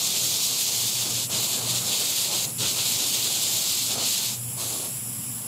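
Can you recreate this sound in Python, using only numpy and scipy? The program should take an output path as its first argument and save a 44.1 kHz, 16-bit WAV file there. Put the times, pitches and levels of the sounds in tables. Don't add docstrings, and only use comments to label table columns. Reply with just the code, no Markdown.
import sys
import numpy as np
from scipy import signal
from scipy.fft import rfft, irfft, next_fast_len
from scipy.io import wavfile
from scipy.ndimage import uniform_filter1d

SR = 44100
rng = np.random.default_rng(int(sys.argv[2]) if len(sys.argv) > 2 else 0)


def elevation(decibels):
    levels = np.asarray(decibels, float)
    return 10 ** (levels / 20)


def file_out(sig):
    cols = np.atleast_2d(sig).T
    lim = np.clip(cols, -1, 1)
    pcm = np.round(lim * 32767).astype(np.int16)
    wavfile.write(sys.argv[1], SR, pcm)


N = 241359

# start_s, blast_db (air pressure), churn_db (riser)
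PIPE_STATE = [(0, -29, -43.5), (.9, -29, -47.5), (1.3, -28.5, -44.5), (2.0, -29, -44), (2.6, -28.5, -45.5),
              (3.2, -29, -44), (4.0, -28, -47.5), (4.28, -31.5, -46.5), (4.58, -33, -44.5),
              (4.64, -35.5, -43.5), (4.88, -43, -47.5), (5.47, -44, -44)]
# closing_s, shut_within_s, clears_s
WATER_SLUGS = [
    (1.22, .075, 1.3),
    (2.49, .03, 2.586),
    (4.28, .145, 4.577),
    (4.85, .12, 6),
]


def evened(x):
    return x / np.sqrt(np.mean(x ** 2) + 1e-20)


def read(points, hz):
    f, value = np.transpose(points)
    return np.interp(np.log(hz + 1), np.log(f + 1), value)


def column(table, t, axis):
    rows = np.asarray(table)
    return np.interp(t, rows[:, 0], rows[:, axis])


def drift(t, lo_hz, hi_hz):
    rates = np.geomspace(lo_hz, hi_hz, 30)
    cycles = rates * t[:, None] + rng.random(len(rates))
    return evened(np.sum(np.sin(2 * np.pi * cycles) / np.sqrt(rates), 1))


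def spatter(per_s, spread_db, share):
    size = elevation(spread_db * np.minimum(rng.exponential(1, N), 5))
    ticks = size * (rng.random(N) < per_s / SR) * rng.choice([-1., 1.], N)
    share = np.clip(share, 0, 1)
    return np.sqrt(1 - share) * rng.standard_normal(N) + np.sqrt(share) * evened(ticks)


def shape(x, spectrum, lo_hz, hi_hz, level_db, patchy_db, size=512):
    overlap = size - size // 4
    hz, t, z = signal.stft(x, SR, nperseg=size, noverlap=overlap)
    patches = uniform_filter1d(rng.standard_normal(z.shape), 8, 0)
    patches = evened(uniform_filter1d(patches, 20, 1))
    colour = elevation(read(spectrum, hz))
    in_band = (hz > lo_hz) & (hz < hi_hz)
    colour = colour / np.sqrt(np.sum(colour[in_band] ** 2) / len(hz))
    z = z * colour[:, None] * elevation(level_db(hz[:, None], t) + patchy_db * patches)
    return signal.istft(z, SR, nperseg=size, noverlap=overlap)[1][:N]


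def burps(t):
    # middle_s, half_length_s, over_churn_db
    air_pockets = [(1.077, .06, 5), (1.34, 0.074, 5), (1.633, 0.085, 4), (1.875, 0.12, 3.5),
                   (2.025, 0.017, 3), (2.332, .04, 7), (2.633, 0.045, 8.5), (2.788, 0.042, 5),
                   (3.018, 0.033, 2.5), (3.98, 0.076, 9), (4.32, 0.022, 3.5), (4.63, 0.036, 1.5)]
    return sum(db * np.exp(-((t - s) / half) ** 2) for s, half, db in air_pockets)


def shut(t):
    clear_s = .005
    closed = 0
    for s, within, clears in WATER_SLUGS:
        closed = closed + np.clip((t - s) / within, 0, 1) * np.clip((clears - t) / clear_s, 0, 1)
    return closed


def blast(t):
    # middle_s, length_s, depth_db
    spits = [(.94, 0.074, 1.5), (1.086, 0.11, 3.5), (1.209, 0.068, 4), (1.487, 0.044, 2.5), (1.62, .11, 6),
             (1.734, 0.033, 3), (1.83, 0.092, 7), (1.96, .04, 0), (2.053, 0.027, 1.5), (2.154, 0.033, 0),
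             (2.283, 0.052, 2.5), (2.418, 0.043, 2), (2.481, 0.049, 16.5), (2.741, 0.048, 5),
             (2.838, 0.028, 2), (2.976, 0.029, 3), (3.093, 0.047, 1.5), (3.32, 0.036, 0.5), (3.65, .04, 1),
             (3.87, 0.067, 3.5), (3.966, 0.062, 5.5), (4.05, 0.018, 1.5)]
    shut_db, regain_db, regain_s = -38, -12, 0.02
    surge, surge_s = 0.22, 0.073
    level_db = column(PIPE_STATE, t, axis=1) + shut_db * shut(t) ** 2
    for _, _, clears in WATER_SLUGS:
        level_db = level_db + (t > clears) * regain_db * np.exp(-abs(t - clears) / regain_s)
    for s, length, depth_db in spits:
        after = np.maximum(t - s - length / 2, 0) / surge_s
        dam = np.exp(-(2 * (t - s) / length) ** 4)
        level_db = level_db - depth_db * (dam - surge * np.e * after * np.exp(-after))
    return level_db


def yard():
    # start_s, hum_db, rumble_db
    yard_levels = [(0, -50, -48.5), (.27, -42, -47.5), (.6, -56, -49), (.73, -41, -49), (1.3, -45, -46.5),
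                   (1.65, -41, -44.5), (2.1, -48, -50), (2.5, -43.5, -45.5), (2.95, -41.5, -46),
                   (3.27, -51, -47), (3.52, -44, -46.5), (4.12, -54, -47.5), (4.48, -38.5, -48),
                   (4.87, -47.5, -45.5), (4.99, -38, -46.5), (5.25, -47, -43), (5.38, -40, -45.5),
                   (5.47, -57, -47)]
    # frequency_hz, density_db
    rumble_spectrum = [(25, -47), (50, -43), (70, -25), (90, -6.5), (120, -4.5), (160, -5.5), (255, -5.5),
                       (290, -16), (400, -33.5)]
    hum_hz, hum_width_hz = 120.3, 7.0
    t = np.arange(N) / SR
    turn = np.exp(2j * np.pi * hum_hz * t)
    r = np.exp(-np.pi * hum_width_hz / SR)
    noise = rng.standard_normal(N) + 1j * rng.standard_normal(N)
    wobble = signal.lfilter([1 - r], [1, -r], noise)
    hum = evened((turn * (0.72 + wobble / np.std(wobble))).real)
    hum = hum * elevation(column(yard_levels, t, axis=1) - 1.0)

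    def level_db(hz, t):
        return column(yard_levels, t, axis=2) + 0.7 * burps(t) - .7 + 0 * hz
    return hum + shape(rng.standard_normal(N), rumble_spectrum, 140, 300, level_db, 1.0, size=4096)


def gurgle():
    # frequency_hz, density_db
    gurgle_spectrum = [(180, -28), (300, -1), (700, -2.5), (1100, -5.5), (1500, -10.5), (1900, -19.5),
                       (2600, -9), (4000, -21)]
    shut_churn_db = -7.5

    def level_db(hz, t):
        churn_db = column(PIPE_STATE, t, axis=2) + burps(t) + shut_churn_db * shut(t)
        return churn_db + 0.82 * drift(t, 6, 60) + 0 * hz
    return shape(spatter(2000, 1.9, 0.29), gurgle_spectrum, 320, 1400, level_db, 1.56, size=1024)


def water():
    # frequency_hz, density_db
    mist_spectrum = [(1400, -25), (2900, -14), (4300, -20), (5300, -11), (6400, -17.5), (7200, -4),
                     (8000, -2.5), (9050, -12.5), (10100, 1), (11200, -2.2), (12100, -7.5), (13200, -8.5),
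                     (14100, -17), (15100, -8.5), (16000, -15)]
    # start_s, fan_db
    fan_levels = [
        (0, -46),
        (1.3, -36.5),
        (2.5, -36.5),
        (4.3, -39),
        (4.7, -34),
        (5.1, -36.5),
        (5.47, -37),
    ]

    def level_db(hz, t):
        thinning_db = 9.1 / (1 + np.exp(-(blast(t) + 35.0) / 3.1))
        steeper = np.where(hz > 12800, 2.4, 1)
        return column(fan_levels, t, axis=1) - thinning_db * steeper + .5 * drift(t, 4, 80)
    return shape(spatter(6000, 3.0, 0.33), mist_spectrum, 10020, 11700, level_db, 0.65)


def wall(x):
    # frequency_hz, echo_db
    wall_reflection = [(2000, -18), (3000, -14), (4300, -25), (5500, -17), (6500, -4), (7500, -12),
                       (8500, -34), (13000, -32), (14800, -18)]
    delay_s = .005934
    n = next_fast_len(N + SR // 10)
    hz = np.fft.rfftfreq(n, 1 / SR)
    response = elevation(read(wall_reflection, hz)) * np.exp(-2j * np.pi * hz * delay_s)
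    return irfft(rfft(x, n) * response, n)[:N]


def air():
    # frequency_hz, density_db
    jet_spectrum = [(1300, -23.5), (1750, -20), (2400, -9.5), (3500, -0.6), (4400, 0.4), (5800, -6),
                    (7200, 0.5), (8700, -4), (9700, -8.5), (12300, -5.5), (13100, -8), (13800, -13.5),
                    (15000, -8.5), (16000, -20)]
    # start_s, dip_lift_db (near 5.7 kHz), notch_shift_hz (near 13.6 kHz)
    nozzle_state = [(0, 4, 120), (.9, 3, 200), (1.5, 0.5, 250), (2.2, 0.5, 30), (3.4, 1.4, -60),
                    (4.3, 1.5, -30), (5.47, -2, 26)]
    usual_db = -30
    crest_holds, top_holds = 0.43, 0.52
    crest_wet, top_wet = 0.14, 0.51

    def level_db(hz, t):
        blast_db = blast(t) + .5 * drift(t, 5, 20)
        sag_db = usual_db - blast_db
        crest_db = np.clip(crest_holds * sag_db - crest_wet * burps(t) + 0.72, -4, 6)
        crest = np.exp(-((hz - 7300) / 2200) ** 2) * crest_db
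        top_db = np.clip(top_holds * sag_db - top_wet * burps(t) + 1.1, -5, 4.5)
        top = top_db / (1 + np.exp(-(hz - 9500) / 700))
        flicker = 0.65 * drift(t, 4, 30) / (1 + np.exp(-(hz - 7500) / 900))
        dip = np.exp(-((hz - 5700) / 900) ** 2) * column(nozzle_state, t, axis=1)
        notch_hz = 13600 + column(nozzle_state, t, axis=2) + 110 * drift(t, 1.3, 15)
        notch = -(13 + 3 * drift(t, 1, 10)) * np.exp(-((hz - notch_hz) / 230) ** 2)
        return blast_db + crest + top + flicker + dip + notch + .5 * drift(t, 10, 150)
    return shape(spatter(6000, 2.5, 0.4), jet_spectrum, 2500, 6850, level_db, 0.85)


def scene():
    hiss = air()
    mid = yard() + gurgle() + water() + wall(hiss) + hiss
    return np.array([mid, mid])


def thin_and_widen(mid):
    # frequency_hz, under_frame_mean_db
    weakest_line = [(700, -32), (1300, -21), (2000, -15), (3500, -11.5), (6500, -10.5), (9000, -16),
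                    (12500, -15.5), (13600, -11), (14800, -15), (15700, -7)]
    # frequency_hz, side_minus_mid_db
    side_level = [(30, -44), (70, -21), (180, -18.5), (550, -17.5), (1650, -15.5), (4970, -18.4),
                  (15000, -14.5)]
    # start_s, end_s
    wide_spans = [(0, .36), (.5, .98), (1.14, 1.5), (1.88, 2.02), (2.3, 2.46), (2.78, 3.34), (3.48, 4.42),
                  (4.54, 4.86), (5.24, 5.47)]
    grid, frame = 319, 1024
    k, n = np.arange(frame), np.arange(2 * frame)
    window = np.sin(np.pi * (n + .5) / (2 * frame))
    cosines = np.cos(np.pi / frame * (n + .5 + frame / 2) * (k[:, None] + .5))
    basis = window * cosines * np.sqrt(2 / frame)
    padded = np.pad(mid, (frame - grid, 2 * frame))
    starts = np.arange(0, len(padded) - 2 * frame, frame)
    lines = padded[starts[:, None] + n] @ basis.T
    hz, t = (k + .5) * SR / 2 / frame, (starts + grid) / SR
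    band = np.floor(np.where(k < 64, k / 6, 8.5 + k / 28)).astype(int)
    cells = (len(t), band.max() + 1)

    mood_db = 3.0 * uniform_filter1d(rng.standard_normal(cells), 2, 0)[:, band]
    frame_rms = np.sqrt(np.mean(lines[:, hz < 16000] ** 2, 1))[:, None]
    lines = lines * (abs(lines) > frame_rms * elevation(read(weakest_line, hz) + mood_db))

    rms = np.sqrt(abs(uniform_filter1d(lines ** 2, 8, 1)))
    busy = sum((t > a) & (t < b) for a, b in wide_spans) * (rng.random(len(t)) < .66)
    by_band = np.interp(hz, [1300, 1900, 2800, 13000, 13700, 14600], [1, .3, 1, 1, .4, 1])
    chance = np.where(busy, .75, .18)[:, None] * by_band
    chance = np.maximum(chance, np.interp(hz, [300, 900, 1500], [.85, .55, 0]))
    kept = rng.random(cells)[:, band] < chance
    side = kept * rms * elevation(read(side_level, hz) + 1.5) * rng.standard_normal(rms.shape)

    out = np.zeros((2, len(padded)))
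    for channel, part in zip(out, (lines + side, lines - side)):
        np.add.at(channel, starts[:, None] + n, part @ basis)
    return out[:, frame - grid:][:, :N]


def roll_off(x):
    return signal.sosfilt(signal.butter(12, 15850, fs=SR, output="sos"), x)


def record(dry):
    edge = signal.firwin(601, 15760, window=("kaiser", 9), fs=SR)
    mid = signal.oaconvolve(dry.mean(0), edge, "same")
    mid = signal.sosfilt(signal.butter(2, 55, "high", fs=SR, output="sos"), mid)
    mix = thin_and_widen(mid) * elevation([[-.06], [.06]])
    return roll_off(mix)


dry = scene()
out = record(dry)
file_out(out)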